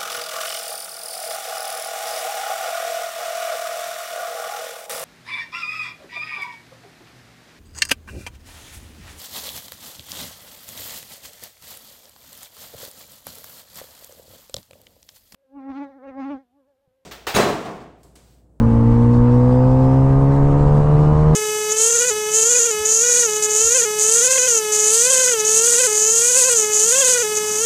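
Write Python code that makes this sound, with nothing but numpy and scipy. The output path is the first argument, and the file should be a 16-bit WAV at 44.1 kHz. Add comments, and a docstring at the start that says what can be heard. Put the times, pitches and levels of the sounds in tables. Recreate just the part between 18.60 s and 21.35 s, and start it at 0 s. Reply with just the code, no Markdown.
"""A four-cylinder sport motorcycle pulls steadily up through one gear, heard from the rider's helmet, 2.75 s.
From the start: sines at crank orders drone through the exhaust, gated noise rasps, fuzzy gear tones flicker. By
0.9 s a once-a-cycle bark of sharper orders has opened up; a faint gear whine peaks, then fades. Wind, as
coloured noise, eases near 1 s and swells by 2 s; sines that swell and fade under Gaussian envelopes knock the
microphone around 1.85 and 2.36 s. The firing tone dips briefly at 2.15 s; a thin noise hiss grows throughout."""
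import sys
import numpy as np
from scipy import signal
from scipy.fft import rfft, irfft, next_fast_len
from scipy.io import wavfile
from scipy.ndimage import uniform_filter1d, map_coordinates

SR = 44100
rng = np.random.default_rng(int(sys.argv[2]) if len(sys.argv) > 2 else 0)


def output_pcm(signal):
    """Save a mono or channel-first signal as 16-bit PCM at the path in sys.argv[1].

    Samples are clipped to [-1, 1] before scaling.
    """
    pcm = np.clip(np.atleast_2d(signal).T, -1, 1) * 32767
    wavfile.write(sys.argv[1], SR, np.round(pcm).astype(np.int16))


N = 121275
TIME_S = np.arange(N) / SR

# Engine pull. Each row: time in seconds, crank speed in Hz, then drone, firing, lope and bark gains in dB.
ENGINE_PULL = [(0, 114.1, -2.5, -2, -8, -14), (.25, 115.7, 0.5, -2, -5, -10),
               (.5, 119.1, 1, -2.5, -5.5, -12), (.7, 121.7, 0.5, -1.5, -5.5, -11.5),
               (.9, 124.8, 0, -2, -5.5, -2), (1.1, 128.8, 0.5, -2, -6.5, -1), (1.3, 131.4, 0, 0, -6, -0.5),
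               (1.5, 134.9, 1, -2.5, -1, -3), (1.7, 138.2, 0, -1, 1, -2), (1.9, 141.5, 0, -2.5, 0, -2.5),
               (2.05, 143.8, -1, -2, 0.5, -2), (2.15, 145.6, 0, -15, 7.5, -2),
               (2.25, 147, -1.5, -7, -5.5, -3.5), (2.4, 149.4, 0.5, 2, 0.5, -1.5),
               (2.55, 151.5, -1, -1, 3, -2.5), (2.75, 154.7, 0, -4.5, 4.5, -3)]
# Order tables. Each row: multiple of crank speed, level in dB before the pipe and any gain over time.
DRONE_ORDERS = [(1, -13.5), (2.5, -21), (3, -19)]  # one suction dip a turn
FIRING_ORDERS = [(2, -16)]  # two firings a turn
LOPE_ORDERS = [(.5, -25), (1.5, -34.5)]  # uneven cylinders
BARK_ORDERS = [(3.5, -30), (5.5, -32.5), (6, -33.5), (6.5, -31.5), (7, -34)]  # sharp pulse once a cycle
RING_ORDERS = [(4, -23.5), (4.5, -34), (5, -32.5), (8, -40.5)]  # steady ring of the pipe
SNARL_ORDERS = [(7.5, -34.5), (8.5, -42.5), (9, -40.5), (9.5, -51.5), (10, -45.5), (11, -50.5), (12, -50),
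                (13, -45.5)]  # snarl above the bark, smeared over the cycle by the pipe
# Exhaust response. Each row: frequency in Hz, gain in dB.
PIPE_RESPONSE = [(50, -7.5), (150, 0.84), (245, 2), (285, -5), (325, -21.5), (400, -11), (460, -4.76),
                 (505, 4), (545, -9), (590, -10.5), (700, -0.8), (800, -4.5), (910, -0.5), (975, -5),
                 (1040, -3.5), (1130, -5.5), (1230, 0.2), (1350, -8), (1600, -22.5), (2200, -15)]
# Gas noise spectrum. Each row: frequency in Hz, relative density in dB per Hz.
RASP_SPECTRUM = [(200, -28), (330, -15), (500, -1.8), (700, -11), (800, -7.5), (1000, -2.5), (1200, -4.5),
                 (1400, -13), (1550, -12), (1750, -17), (1980, -19), (2300, -27.5), (2650, -25.5),
                 (3100, -32.5), (4000, -45)]
# Gear and chain tones. Each row: multiple of crank speed, level in dB before flicker and thinning, width in Hz.
MESH_TONES = [(7.75, -51.5, 8), (9.25, -50.5, 16), (14.5, -63, 17), (15.75, -63.5, 22), (17, -62.5, 35),
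              (19.5, -61.5, 16)]
# Gear whine. Each row: time in seconds, level in dB.
WHINE_LEVEL = [(0, -72), (.7, -70), (.9, -62.5), (1.2, -63.5), (1.5, -68), (1.9, -78.5), (2.75, -75)]
# Wind rumble. Each row: time in seconds, level in dB before the windscreen.
WIND_LEVEL = [(0, -19.5), (1, -24), (2, -18), (2.75, -17.5)]
# Wind spectra. Each row: frequency in Hz, relative density in dB per Hz.
RUMBLE_SPECTRUM = [(6, -2), (14, 2.5), (25, 1), (50, 4), (90, -2.5), (150, -7), (250, -11), (400, -19),
                   (700, -24), (1200, -45.5)]
HISS_SPECTRUM = [(1200, -17.5), (2500, -4.5), (4000, -3.5), (6000, -7.5), (8800, -8.5), (9600, -16)]
# Gusts that knock the microphone. Each row: centre in seconds, pitch in Hz, envelope peak in dB,
# half length in seconds.
GUST_THUDS = [(1.848, 16, -15, .05), (2.362, 125, -14.5, .018)]

START_TURNS, BARK_LAG_TURNS = 0.3, 0.5  # crank angle at the start; bark lag behind the dip
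WAVER_DB, WAVER_RAD, WAVER_KNOTS_PER_S = 0.2, 0.04, 7.7  # dB and rad scale with the order
RASP_START_DB, RASP_DB_PER_S = -36.5, 1.3
RASP_TURN_GATE, RASP_CYCLE_GATE = 0.17, 0.042  # pulsing depths, once a turn and once a cycle
THIN_DB_PER_S = -2.5  # snarl and gear tones thin out as the revs climb
MESH_FLICKER_DB = 3.5
WHINE_ORDER, WHINE_WIDTH_HZ = 38.6, 150
RUMBLE_TOP = 0.34  # amplitude ceiling, full scale 1
HISS_START_DB, HISS_DB_PER_S = -56.5, 1.5  # grows with road speed
TOP_HZ = 9800


def engine():
    """Every layer follows one crank angle, the running sum of crank speed."""
    crank_hz, drone_db, firing_db, lope_db, bark_db = curves(ENGINE_PULL)
    angle = 2 * np.pi * (np.cumsum(crank_hz) / SR + START_TURNS)
    late = angle - 2 * np.pi * BARK_LAG_TURNS
    thin = amp(THIN_DB_PER_S * TIME_S)
    dips = exhaust_drone(crank_hz, angle, drone_db, firing_db, lope_db)
    pulses = exhaust_bark(crank_hz, late, bark_db, thin)
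    return pulses - dips + gas_rasp(late) + thin * gear_mesh(angle) + gear_whine(angle)


def exhaust_drone(crank_hz, angle, drone_db, firing_db, lope_db):
    """Low crank orders: suction dip, firing tone and the lope of uneven cylinders."""
    drone = amp(drone_db) * orders(DRONE_ORDERS, crank_hz, angle)
    firing = amp(firing_db) * orders(FIRING_ORDERS, crank_hz, angle)
    lope = amp(lope_db) * orders(LOPE_ORDERS, crank_hz, angle)
    return drone + firing + lope


def exhaust_bark(crank_hz, late, bark_db, thin):
    """Higher orders half a turn late: steady ring, bark opening under load, snarl."""
    ring = orders(RING_ORDERS, crank_hz, late, smear=0.34)
    bark = amp(bark_db) * orders(BARK_ORDERS, crank_hz, late, smear=0.3)
    snarl = thin * orders(SNARL_ORDERS, crank_hz, late, smear=0.95)
    return ring + bark + snarl


def gas_rasp(late):
    """Rough gas noise in the pipe, partly pulsed by the engine."""
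    gate = 1 + RASP_TURN_GATE * np.cos(late) + RASP_CYCLE_GATE * np.cos(late / 2)
    level_db = RASP_START_DB + RASP_DB_PER_S * TIME_S + 0.31 * wobble(3)
    return amp(level_db) * unit(gate * rush(RASP_SPECTRUM, patchy_db=1.5))


def gear_mesh(angle):
    """Faint fuzzy gear and chain tones, locked to the crank, that come and go."""
    mesh = 0
    for order, db, width_hz in MESH_TONES:
        level_db = db + MESH_FLICKER_DB * wobble(3.3)
        mesh = mesh + amp(level_db) * fuzzy(order * angle, width_hz)
    return mesh


def gear_whine(angle):
    """A faint high gear tone, a noise band riding on the crank."""
    return amp(curves(WHINE_LEVEL)[0]) * fuzzy(WHINE_ORDER * angle, WHINE_WIDTH_HZ)


def wind_rumble():
    """Low wind noise; the windscreen flattens the strongest pushes."""
    uneven = unit(amp(1.6 * wobble(3)) * rush(RUMBLE_SPECTRUM, patchy_db=0.7))
    push = amp(curves(WIND_LEVEL)[0]) * uneven
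    return RUMBLE_TOP * np.tanh(push / RUMBLE_TOP)


def gust_thuds():
    """Gusts knock the microphone: sines under Gaussian envelopes."""
    thuds = np.zeros(N)
    for centre_s, hz, db, half_s in GUST_THUDS:
        t = TIME_S - centre_s
        thuds += amp(db) * np.exp(-(t / half_s) ** 2) * np.sin(2 * np.pi * hz * t)
    return thuds


def wind_hiss():
    """Thin unsteady air noise, growing with speed."""
    level_db = HISS_START_DB + HISS_DB_PER_S * TIME_S + 0.4 * wobble(5) + 1.4 * wobble(25)
    return amp(level_db) * rush(HISS_SPECTRUM, patchy_db=1.75)


def orders(table, crank_hz, angle, smear=0):
    """Slightly unsteady sines at multiples of crank speed, each through the pipe."""
    total = 0
    for k, db in table:
        level_db = db + along(PIPE_RESPONSE, k * crank_hz) + WAVER_DB * k * wobble(WAVER_KNOTS_PER_S)
        offset = smear * rng.uniform(-np.pi, np.pi)  # fixed random phase per order
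        phase = k * angle + WAVER_RAD * k * wobble(WAVER_KNOTS_PER_S) + offset
        total = total + np.sqrt(2) * amp(level_db) * np.cos(phase)
    return total


def fuzzy(angle, width_hz):
    """A narrow band of noise, rms 1, that rides on a turning angle."""
    a, b = filtered(rng.standard_normal((2, N)), lambda hz: 1 / (1 + (hz / width_hz) ** 2))
    return unit(a * np.cos(angle) + b * np.sin(angle))


def rush(spectrum, patchy_db):
    """Coloured noise of rms 1 with time-frequency patches of random gain."""
    z = signal.stft(rng.standard_normal(N), nperseg=512)[2]
    field = uniform_filter1d(rng.standard_normal(z.shape), 6, 0)
    field = uniform_filter1d(field, 12, 1)
    patchy = signal.istft(z * amp(patchy_db * unit(field)), nperseg=512)[1][:N]
    cut_hz = spectrum[-1][0] * 2
    return unit(filtered(patchy, lambda hz: amp(along(spectrum, hz)) * (hz < cut_hz)))


def filtered(x, response):
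    """x through a zero-phase response of frequency in Hz."""
    m = next_fast_len(N + SR // 2)
    return irfft(rfft(x, m) * response(np.fft.rfftfreq(m, 1 / SR)), m)[..., :N]


def wobble(knots_per_s):
    """A smooth random curve through normal knots."""
    return map_coordinates(rng.standard_normal(200), [TIME_S * knots_per_s])


def curves(rows):
    """One value per sample for each column after the time."""
    s, *columns = np.transpose(rows)
    return [np.interp(TIME_S, s, column) for column in columns]


def along(points, hz):
    """(Hz, value) points interpolated on a log axis."""
    f, v = np.transpose(points)
    return np.interp(np.log(hz + 1), np.log(f + 1), v)


def amp(db):
    """dB to amplitude."""
    return 10 ** (np.asarray(db) / 20)


def unit(x):
    """Scale to rms 1."""
    return x / np.sqrt(np.mean(x ** 2) + 1e-20)


def scene():
    """Engine over wind, one channel."""
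    return (engine() + wind_rumble() + gust_thuds() + wind_hiss())[None]


def record(dry):
    """The camera keeps nothing above its band limit."""
    return filtered(dry, lambda hz: hz < TOP_HZ)


dry = scene()
out = record(dry)
output_pcm(out)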